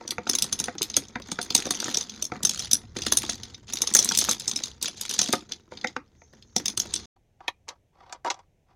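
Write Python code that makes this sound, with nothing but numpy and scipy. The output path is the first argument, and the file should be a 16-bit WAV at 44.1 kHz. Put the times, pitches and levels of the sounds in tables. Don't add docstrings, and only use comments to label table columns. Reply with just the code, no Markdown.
import sys
import numpy as np
from scipy import signal
from scipy.fft import rfft, irfft, next_fast_len
from scipy.io import wavfile
from scipy.ndimage import uniform_filter1d

SR = 44100
rng = np.random.default_rng(int(sys.argv[2]) if len(sys.argv) > 2 else 0)


def wav_record(signal):
    frames = np.transpose(np.atleast_2d(signal))
    bounded = np.clip(frames, -1, 1)
    quanta = np.round(bounded * 32767).astype(np.int16)
    wavfile.write(sys.argv[1], SR, quanta)


N = 385875

SILENCE_START_S, SILENCE_END_S = 7.057, 7.16
BLOW_SIZE, LEAD_IN = 4096, 256
MODE_SPREAD_DB = 2.5


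def from_db(db):
    return 10 ** (np.asarray(db) / 20)


def rms_one(x):
    return x / np.sqrt(np.mean(x ** 2) + 1e-30)


def in_time(rows):
    s, *columns = np.transpose(rows)
    return [np.interp(np.arange(N) / SR, s, c) for c in columns]


def at_hz(points, hz):
    table_hz, values = np.array(points).T
    return np.interp(np.log(np.maximum(hz, 1)), np.log(table_hz), values)


def cut(x, hz, kind):
    return signal.sosfilt(signal.butter(2, hz, kind, fs=SR, output="sos"), x)


def coloured_noise(spectrum):
    size = next_fast_len(N)
    white = rfft(rng.standard_normal(size))
    shape = from_db(at_hz(spectrum, np.fft.rfftfreq(size, 1 / SR)))
    return rms_one(irfft(white * shape, size)[:N])


def ring(force, modes, tune=1., spread_db=0., detune=0.):
    out = 0
    for k, (hz, width_hz, db) in enumerate(modes):
        mode_hz = hz * tune * (1 + detune * rng.standard_normal())
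        w = 2 * np.pi * min(mode_hz, SR / 2 - 1000) / SR
        r = np.exp(-np.pi * width_hz / SR)
        mode = signal.lfilter([1, 0, -1], [1, -2 * r * np.cos(w), r * r], force + 1e-18)
        out = out + (-1) ** k * rms_one(mode) * from_db(db + spread_db * rng.standard_normal())
    return rms_one(out)


def contact(chatter_s, settle_db, settle_s, graze_db, rise_s):
    t = (np.arange(BLOW_SIZE) - LEAD_IN) / SR
    after = np.maximum(t, 0)
    chatter_s = chatter_s * np.exp(rng.normal(0, .3))
    graze_db = graze_db + rng.normal(0, 4)
    impacts = rng.standard_normal(BLOW_SIZE) * (rng.random(BLOW_SIZE) < .4)
    decay = np.exp(-after / chatter_s) + from_db(settle_db) * np.exp(-after / settle_s)
    landing = (1 - np.exp(-after / rise_s)) * decay
    graze = from_db(graze_db) * np.exp(-np.abs(t) / .0022)
    return impacts * (landing + graze)


def add(track, s, blow):
    start = max(round(s * SR) - LEAD_IN, 0)
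    track[start:start + BLOW_SIZE] += blow[:N - start] * np.sqrt(.005 * SR / BLOW_SIZE)


def grains(per_s, size_db):
    sizes = from_db(size_db * np.minimum(rng.exponential(1, N), 4)) * rng.choice([-1, 1], N)
    return sizes * (rng.random(N) < per_s / SR)


def strokes(rows, swell, release_s):
    out = np.zeros(N)
    for start, length, db in rows:
        first = max(int(start * SR), 0)
        age = np.arange(min(int((length + 10 * release_s) * SR), N - first)) / SR
        rise = np.minimum(age / (swell * length), 1)
        fall = np.exp(-np.maximum(age - length, 0) / release_s)
        out[first:first + len(age)] += from_db(db) * rise * fall
    return out


def scattered(gain, spread_db, count):
    times = (np.arange(count) + rng.random(count)) * (SILENCE_START_S - .05) / count
    uneven = from_db(spread_db * np.clip(rng.standard_normal(count), -2, 2))
    return zip(times, gain[(times * SR).astype(int)] * uneven)


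# (frequency [Hz], spectral density [dB])
ROOM_TONE_SPECTRUM = [(15, -34.5), (25, 7), (134, -3.5), (301, -8), (560, -10), (818, -15.5), (1190, -30.5),
                      (2110, -23), (3620, -29), (4740, -34), (6050, -28.5), (8360, -35.5), (16000, -40.5)]
ROOM_TONE_DB = -68.5


def room_tone():
    return from_db(ROOM_TONE_DB) * coloured_noise(ROOM_TONE_SPECTRUM)


# (start [s], length [s], rattle level [dB], cloth-scrape level [dB])
HAND_PUSHES = [(0, 0.088, -63, -53.5), (0.247, 0.42, -49.5, -50), (0.773, 0.26, -52, -55.5),
               (1.25, 0.24, -52.5, -53), (1.507, 0.51, -39, -45), (2.051, 0.16, -52.5, -56),
               (2.33, 0.039, -59.5, -44.5), (2.423, 0.23, -39.5, -56), (2.679, 0.14, -60.5, -56.5),
               (2.944, 0.39, -40, -50.0), (3.377, 0.17, -56.5, -57.5), (3.665, 0.26, -41.5, -52),
               (3.926, 0.4, -33, -46.5), (4.383, 0.3, -45, -53.5), (4.811, 0.054, -33, -52),
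               (4.959, 0.17, -42.5, -60.5), (5.089, 0.25, -35.5, -51), (5.489, 0.03, -46.5, -50.5),
               (5.699, 0.19, -57, -54.5), (6.32, 0.072, -71, -64), (6.546, 0.17, -52, -51.5),
               (6.773, 0.34, -48.5, -53)]
# (time [s], level [dB])
FINGER_FIDGET = [(0, -58), (2.2, -60.5), (3.6, -68), (5.4, -64.5), (5.65, -73.5), (6.1, -75), (6.5, -72.5),
                 (7.05, -63.5)]
# (time [s], main ring level [dB], lower modes re main [dB], upper modes re main [dB])
CLICK_EVENTS = [(0.077, -30.5, -6, -12), (0.107, -30.0, 5, -2.5), (0.272, -35.5, 1.5, -26),
                (0.295, -17, -9, -9), (0.333, -27, -2, -18), (0.351, -19.5, -7, -8.5),
                (0.385, -23.5, -2, -6), (0.422, -19.5, -3, -1.5), (0.526, -20, -6.5, -8),
                (0.59, -31.5, -0.5, -5), (0.599, -23, -9, -7), (0.64, -28, -3, -4), (0.782, -32.5, -2, -29),
                (0.818, -24.5, 0, -5), (0.828, -29, 3.5, 0.0), (0.899, -31.5, -7.5, -16),
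                (0.941, -39, 10, -12.5), (0.966, -13.5, -7.5, -8), (1.083, -46, -6.5, -13.5),
                (1.22, -46.5, 4, -29), (1.316, -28, -3, -6.5), (1.388, -44.5, 9, -15),
                (1.414, -33.5, 3, -1.5), (1.427, -33.5, -9, -2.5), (1.504, -32, 8, -11.5),
                (1.549, -13, -2.5, -3.5), (1.577, -22.5, -8.5, -11.0), (1.654, -30.5, -4, -15),
                (1.706, -22.5, -1.5, -3), (1.75, -28, -16, -33), (1.801, -26.5, -2, -10),
                (1.842, -26.5, -8.5, -12), (1.944, -21, -3.5, -14), (1.97, -18, -10, -11.5),
                (2.009, -27, -5, -15), (2.095, -35, -1, -21), (2.223, -22.5, -10.5, -8.5),
                (2.251, -27.5, -11.5, -14.5), (2.431, -29.5, -1.5, 2), (2.45, -13, -10.5, -11),
                (2.493, -20.5, -8.0, -10), (2.593, -26, -9.5, -9.5), (2.712, -20.5, -5, -9),
                (2.731, -12.5, -12, -3), (2.752, -24.5, -12, -14), (2.967, -34.5, 3, -10),
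                (3.019, -29.5, -1.0, -24), (3.065, -28.5, 6, -4.5), (3.122, -16.5, -4.5, -4),
                (3.171, -16.5, -6.5, -0.5), (3.295, -23.5, -3.5, -10.5), (3.433, -39.5, 5.5, -11),
                (3.544, -43.5, 4.5, -28), (3.734, -24.0, -9, -8), (3.77, -30.5, 0.5, -16.0),
                (3.818, -16.5, -7.5, -9.5), (3.872, -22, -4.5, -11.5), (3.938, -20, -10, -2.5),
                (3.949, -9.5, -13.5, -3.5), (3.965, -15.5, -9, -7.5), (3.989, -11, -10.5, -14.5),
                (3.996, -18.5, -22, -14.5), (4.025, -23.5, -7.5, -14), (4.045, -25.5, -7.5, 4.5),
                (4.089, -18, -9.5, -14), (4.119, -26, 2.5, -5.5), (4.149, -26, 1, -3.5),
                (4.173, -18.5, -6.5, -2.5), (4.187, -18, -4.0, -1), (4.212, -20.5, -6, -18),
                (4.291, -17.5, -6, -8.5), (4.311, -21, -5.5, -3), (4.397, -34.5, -2, -1),
                (4.478, -19, -11, -9), (4.513, -27, -1.5, -12), (4.56, -21.0, -7, -11.5),
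                (4.636, -26.5, -0.5, -10), (4.826, -26.5, -2.5, 0.5), (4.857, -27.5, -1, -16),
                (5.011, -29.5, -5, -2.0), (5.093, -27.5, -6, -11.0), (5.138, -29, -3.5, -7),
                (5.19, -15, -5.5, -17.5), (5.215, -18.0, -8.5, -13), (5.327, -23.5, 1.5, -1.0),
                (5.52, -30, 1.5, -43), (5.772, -50, 12, -37), (5.812, -49.5, 9.5, -19.5),
                (5.871, -35.5, 2, -20), (6.424, -60, 11.5, -29), (6.563, -17.5, -8, -14),
                (6.657, -22, -5, -12.5), (6.681, -22.5, -5, -10.5), (6.774, -24.5, -2.5, -1),
                (6.799, -19, -9.0, -15), (6.938, -24, -1.5, -1), (6.96, -26.5, -2.5, -16)]
PUSH_SWELL, PUSH_RELEASE_S = 0.12, 0.027
LULL_S, LULL_DB = .03, -4


def hand_work(idle_rattle_db, idle_cloth_db, cloth_lull_db):
    fidget, = in_time(FINGER_FIDGET)
    pushes = np.array(HAND_PUSHES)
    rattle = strokes(pushes[:, [0, 1, 2]], PUSH_SWELL, PUSH_RELEASE_S)
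    rattle = rattle + from_db(fidget + idle_rattle_db)
    cloth = strokes(pushes[:, [0, 1, 3]], PUSH_SWELL, PUSH_RELEASE_S)
    cloth = np.hypot(cloth, from_db(fidget + idle_cloth_db))
    before_clicks = [(s - LULL_S, LULL_S, 0) for s, *_ in CLICK_EVENTS]
    lull = np.minimum(strokes(before_clicks, swell=.15, release_s=0.0012), 1)
    return rattle * from_db(LULL_DB * lull), cloth * from_db(cloth_lull_db * lull)


# (frequency [Hz], width [Hz], level [dB])
TILE_LOW_MODES = [(2580, 1350, -4), (3560, 140, 1), (4063, 87, -2), (4882, 340, 1.5)]
TILE_MAIN_MODES = [(5576, 140, -2.5), (6317, 210, 6), (6720, 670, -2)]
TILE_HIGH_MODES = [(7490, 1400, -1), (8330, 780, 2), (9733, 250, 1), (12540, 320, -9), (14700, 630, -16.5)]
# (frequency [Hz], width [Hz], level [dB])
TABLE_KNOCK_MODES = [(497, 34, -10.5), (733.3, 33, -8), (904, 76, -7)]
TABLE_CLACK_MODES = [(1234, 260, -0.5), (1440, 670, 1.5), (1972, 435, -1.5), (2440, 560, -11.5)]
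# (frequency [Hz], spectral density [dB])
RUMBLE_SPECTRUM = [(70, -16), (140, -18.5), (215, 3), (300, -7), (430, -6), (650, -30.5), (1200, -55.5)]


def shuffling(rattle, cloth, rattle_db, cloth_db, rumble_db, rumble_follows):
    tiles, scrapes = 0, 0
    for tune in np.linspace(.95, 1.05, 4):
        spurts = from_db(4.5 * rms_one(cut(rng.standard_normal(N), 45, "low")))
        catches = grains(per_s=2500, size_db=0.5) * spurts
        tiles = tiles + ring(catches, TILE_LOW_MODES, tune)
        tiles = tiles + from_db(-2.0) * ring(catches, TILE_MAIN_MODES, tune)
        tiles = tiles + from_db(-18) * ring(catches, TILE_HIGH_MODES, tune)
        scrapes = scrapes + ring(catches, TABLE_KNOCK_MODES + TABLE_CLACK_MODES, tune)
    out = from_db(rattle_db) * rattle * rms_one(cut(tiles, [2000, 11000], "band"))
    out += from_db(cloth_db) * cloth * rms_one(cut(scrapes, 3200, "low"))
    out += from_db(rumble_db) * rms_one(cloth) ** rumble_follows * coloured_noise(RUMBLE_SPECTRUM)
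    return out * (np.arange(N) < SILENCE_START_S * SR)


# (time [s], level [dB])
ARM_LEANING = [(0, -64), (.5, -51), (2.2, -57.5), (2.45, -50), (3.15, -45.5), (3.85, -55.5), (4.2, -50.5),
               (5.3, -58.5), (6.2, -60.5), (6.95, -50)]
# (frequency [Hz], spectral density [dB])
SHAKE_NOISE = [(15, -28.5), (30, -15.5), (55, -6.5), (95, 1), (140, -6), (260, -29.5), (600, -77.5)]
RACK_SHAKE_DB = -67.5


def microphone_shake(shake_db):
    leaning, = in_time(ARM_LEANING)
    busy = np.arange(N) < SILENCE_START_S * SR
    level = np.where(busy, leaning, RACK_SHAKE_DB)
    return from_db(level + shake_db) * coloured_noise(SHAKE_NOISE)


TREBLE_DB_PER_DB, TREBLE_SPLIT_HZ = 0.6928, 7500


def jostling(rattle, level_db, spread_db, upper_db, thud_db, count):
    out = np.zeros(N)
    usual = rattle.mean()
    for s, gain in scattered(rattle, spread_db, count):
        force = contact(chatter_s=.0012, settle_db=-26, settle_s=.008, graze_db=-30, rise_s=.0004)
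        tick = ring(force, TILE_LOW_MODES + TILE_MAIN_MODES, spread_db=4, detune=.07)
        thud = ring(force, TABLE_KNOCK_MODES + TABLE_CLACK_MODES, spread_db=4.5, detune=.11)
        tick += from_db(thud_db) * thud
        tick = cut(cut(tick, TREBLE_SPLIT_HZ, "low"), TREBLE_SPLIT_HZ, "low")
        treble_gain = from_db(upper_db) * (gain / usual) ** TREBLE_DB_PER_DB
        tick += treble_gain * ring(force, TILE_HIGH_MODES, spread_db=6, detune=0.018)
        add(out, s, from_db(level_db) * gain * tick)
    return out


# (time [s], knock level [dB], boom re knock [dB], clack re knock [dB])
KNOCK_EVENTS = [(0.01, -38, -11, -11), (0.12, -46.5, 9, 8), (0.182, -27, -5.5, -2),
                (0.268, -31.5, -2, -1.5), (0.293, -39, 11.5, 3), (0.602, -42.5, 10, 2.5),
                (0.682, -26.5, -6.5, -2.5), (0.811, -43.5, 15.5, -1), (0.971, -36.5, 9, 2.5),
                (1.156, -29, -1.5, 0.5), (1.318, -36.5, 7.5, -3.5), (1.388, -30, -2, 4.5),
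                (1.505, -38.5, 4.5, -11), (1.55, -27.5, -3.5, -6), (1.655, -38.5, 5, 1.5),
                (1.707, -33.5, 2.5, 3.5), (1.827, -37.5, 1, 2.5), (2.319, -27.5, -2.5, -5),
                (2.357, -41, -8, -1), (2.438, -42.5, 13.5, -6), (2.964, -44, 15.5, -1.5),
                (3.065, -44.5, 13.5, 16), (3.122, -39.5, 9.5, 12.5), (3.292, -35, 2, 1),
                (3.836, -38, -9.5, -1.5), (3.953, -32.0, 1, 7), (4.111, -31.0, -1, 2.5), (4.22, -37, 3, -3),
                (4.287, -26, -9, 0), (4.844, -50.5, 13, 10), (5.191, -37.5, -10.5, 7),
                (5.214, -35.5, 0.5, -7), (5.29, -46, 21, -11), (5.334, -19.5, -0.5, -0.5),
                (5.721, -38.5, 0, -11.5), (5.844, -23.5, -8.5, 2), (5.964, -29.5, -4, 3.5),
                (6.218, -50.5, -7, -3.5), (6.563, -29.5, 0.5, -8), (6.776, -46.5, 7.5, 6.5)]
# (frequency [Hz], width [Hz], level [dB])
TABLE_BOOM_MODES = [(120, 87, -6), (228.4, 40, 6), (241.8, 51, -1), (292, 16, -4), (360, 139, 2.5),
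                    (406, 80, -2.5)]


def table_knocks(knock_db, boom_db, clack_db, crack_db):
    out = np.zeros(N)
    for s, db, low_db, high_db in KNOCK_EVENTS:
        force = contact(chatter_s=.0013, settle_db=-18, settle_s=.008, graze_db=-27, rise_s=.0003)
        knock = ring(force, TABLE_KNOCK_MODES, spread_db=MODE_SPREAD_DB, detune=0.029)
        boom = ring(force, TABLE_BOOM_MODES, spread_db=MODE_SPREAD_DB, detune=0.06)
        clack = ring(force, TABLE_CLACK_MODES, spread_db=MODE_SPREAD_DB, detune=.035)
        crack = ring(force, TILE_LOW_MODES + TILE_MAIN_MODES, spread_db=MODE_SPREAD_DB, detune=.025)
        table = from_db(knock_db) * knock + from_db(low_db + boom_db) * boom
        table += from_db(high_db + clack_db) * clack
        tile = from_db(high_db + crack_db) * crack
        add(out, s, from_db(db) * (cut(table, 4800, "low") + cut(tile, [2000, 6500], "band")))
    return out


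def bumping(cloth, level_db, spread_db, knock_db, count):
    out = np.zeros(N)
    for s, gain in scattered(cloth, spread_db, count):
        force = contact(chatter_s=.0013, settle_db=-18, settle_s=.008, graze_db=-27, rise_s=.0003)
        bump = ring(force, TABLE_BOOM_MODES, spread_db=MODE_SPREAD_DB, detune=0.03)
        knock = ring(force, TABLE_KNOCK_MODES + TABLE_CLACK_MODES, spread_db=4.5, detune=.07)
        bump += from_db(knock_db) * knock
        add(out, s, from_db(level_db) * gain * bump)
    return out


REBOUND_S, REBOUND_DB = 0.011, -11.5
TILE_DETUNE = 0.023


def tile_clicks(main_db, lower_db, upper_db, thud_db, pitch_hz):
    out = np.zeros(N)
    table_modes = TABLE_BOOM_MODES + TABLE_KNOCK_MODES + TABLE_CLACK_MODES
    for s, db, low_db, high_db in CLICK_EVENTS:
        tune = pitch_hz / TILE_MAIN_MODES[1][0] * (1 + TILE_DETUNE * rng.standard_normal())
        for delay_s, loss_db in (0, 0), (REBOUND_S * rng.uniform(.5, 2), REBOUND_DB):
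            force = contact(chatter_s=.0013, settle_db=-22, settle_s=.011, graze_db=-25, rise_s=.0008)
            main = ring(force, TILE_MAIN_MODES, tune, spread_db=MODE_SPREAD_DB, detune=0.02)
            low = ring(force, TILE_LOW_MODES, spread_db=0.5, detune=0.037)
            high = ring(force, TILE_HIGH_MODES, spread_db=6.5, detune=0.025)
            thud = ring(force, table_modes, spread_db=5.5, detune=0.087)
            tile = from_db(main_db) * main + from_db(low_db + lower_db) * low
            tile += from_db(high_db + upper_db) * high
            click = cut(tile, 2000, "high") + from_db(thud_db) * thud
            add(out, s + delay_s, from_db(db + loss_db) * click)
    return out


# (time [s], level [dB])
SLIDE_LEVEL = [(6.1, -94.5), (6.22, -63), (6.33, -74.5), (6.45, -73), (6.55, -65), (6.6, -100)]


def soft_slide():
    level, = in_time(SLIDE_LEVEL)
    slide = ring(grains(per_s=4000, size_db=2.5), TILE_MAIN_MODES)
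    return from_db(level) * cut(slide, [4500, 7500], "band")


JUDDER_START_S, SLIP_S, SLIP_DB, SLIP_EDGE_DB = 8.246, .007, -31, -19


def judder(count):
    rows = []
    for k in range(count):
        s = JUDDER_START_S + SLIP_S * (k + rng.normal(0, .12))
        rows.append((s, SLIP_DB + rng.uniform(-2, 2), SLIP_EDGE_DB))
    return rows


# (time [s], hollow body level [dB], hard edge re body [dB])
TAP_EVENTS = [(7.163, -65.5, -15), (7.405, -46, -26.5), (7.48, -29, 1.5), (7.682, -42.5, -7),
              (7.688, -45.5, 7.5), (8.096, -53.5, -6), (8.125, -40.5, 0), (8.301, -35, 5.5),
              (8.306, -30, -5.5), (8.312, -33, -5.5), (8.342, -48, -5), (8.39, -51.5, -13)]
# (frequency [Hz], width [Hz], level [dB])
RACK_BODY_MODES = [(370, 123, -6.5), (558, 120, -4), (765, 110, 2), (973, 77, -1.5), (1160, 184, -0.5)]
RACK_EDGE_MODES = [(1790, 180, -8), (2300, 1250, -3), (2960, 170, -8), (3850, 1300, -2.5),
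                   (4286, 180, -0.5), (5620, 2130, 6), (6500, 2300, 4), (9300, 2600, -21.5)]


def rack_touches(body_db, edge_db):
    out = np.zeros(N)
    for s, db, hard_db in list(TAP_EVENTS) + judder(count=6):
        force = contact(chatter_s=.0013, settle_db=-19, settle_s=.009, graze_db=-26, rise_s=.0006)
        body = from_db(body_db) * ring(force, RACK_BODY_MODES, spread_db=MODE_SPREAD_DB, detune=.01)
        edge = ring(force, RACK_EDGE_MODES, spread_db=MODE_SPREAD_DB, detune=0.085)
        edge = from_db(hard_db + edge_db) * edge
        add(out, s, from_db(db) * (cut(body, [240, 2500], "band") + cut(edge, 8700, "low")))
    return cut(out, 169, "high")


# (start [s], length [s], level [dB])
RUB_STROKES = [(7.39, 0.087, -63.5), (7.67, 0.045, -53), (7.92, 0.24, -56.5), (8.24, 0.074, -56),
               (8.34, 0.063, -62), (8.66, 0.065, -68)]
RUB_SWELL, RUB_RELEASE_S = .6, .017


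def brushing(brush_db, edge_db, spurt_db):
    friction = grains(per_s=12000, size_db=1.5)
    spurts = np.clip(rms_one(cut(rng.standard_normal(N), 60, "low")), -2, 2)
    friction = friction * from_db(spurt_db * spurts)
    rub = ring(friction, RACK_BODY_MODES) + from_db(edge_db) * ring(friction, RACK_EDGE_MODES)
    return from_db(brush_db) * strokes(RUB_STROKES, RUB_SWELL, RUB_RELEASE_S) * cut(rub, [300, 7000], "band")


# (frequency [Hz], time to fall by 60 dB [s])
REVERB_TIME = [(150, 0.26), (500, 0.15), (1500, 0.16), (4000, 0.092), (7000, 0.058), (14000, 0.13)]


def echo_pattern(near_db, near_s, tail_db):
    t = np.arange(SR // 2) / SR
    edges = np.geomspace(60, 18000, 10)
    white = rng.standard_normal(len(t))
    tail = 0
    for low, high in zip(edges, edges[1:]):
        decay = from_db(-60 * t / at_hz(REVERB_TIME, np.sqrt(low * high)))
        tail = tail + cut(white, [low, high], "band") * decay
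    tail = cut(rms_one(tail * (t > .007)), 9900, "low")
    near = rng.standard_normal(len(t)) * (t > .0015) * np.exp(-t / near_s)
    return (from_db(near_db) * rms_one(near) + from_db(tail_db) * tail) / np.sqrt(len(t))


def room(x, near_db, near_s, tail_db, count=4):
    spot = np.arange(N) / SR / .03
    out = 0
    for k in range(count):
        share = np.sin(np.pi / 2 * np.minimum((spot - k) % count, 2))
        out = out + signal.oaconvolve(x * share, echo_pattern(near_db, near_s, tail_db))[:N]
    return out


def scene():
    rattle, cloth = hand_work(idle_rattle_db=-4, idle_cloth_db=1.5, cloth_lull_db=-1.5)
    heap = shuffling(rattle, cloth, rattle_db=-3, cloth_db=-4.5, rumble_db=-52, rumble_follows=0.8)
    heap += microphone_shake(shake_db=-2.5)
    heap += jostling(rattle, level_db=5.0, spread_db=3.0, upper_db=-19.5, thud_db=-14.5, count=500)
    heap += table_knocks(knock_db=-1.0, boom_db=1.0, clack_db=1, crack_db=-11.5)
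    heap += bumping(cloth, level_db=10, spread_db=5.5, knock_db=-5, count=90)
    heap += tile_clicks(main_db=1.0, lower_db=1.5, upper_db=1, thud_db=-17, pitch_hz=6168)
    heap += soft_slide()
    rack = rack_touches(body_db=2.5, edge_db=5.5)
    rack += brushing(brush_db=4.0, edge_db=-14.5, spurt_db=4.0)
    mid = heap + room(heap, near_db=-16.0, near_s=0.0025, tail_db=-13.0)
    mid += rack + room(rack, near_db=-5.5, near_s=0.0061, tail_db=-27)
    side = room(heap + rack, near_db=-18, near_s=.002, tail_db=-28, count=2)
    side = signal.sosfilt(signal.butter(10, 4600, "high", fs=SR, output="sos"), side)
    mid += room_tone()
    return np.array([mid + side, mid - side])


def record(dry):
    t = np.arange(N) / SR
    sounding = ((t < SILENCE_START_S) | (t > SILENCE_END_S)) * 1.
    sounding = uniform_filter1d(sounding, size=128)
    rounded = sounding * dry / (1 + (dry / .9) ** 4) ** .25
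    return signal.sosfilt(signal.ellip(10, .2, 80, 16000, fs=SR, output="sos"), rounded)


dry = scene()
out = record(dry)
wav_record(out)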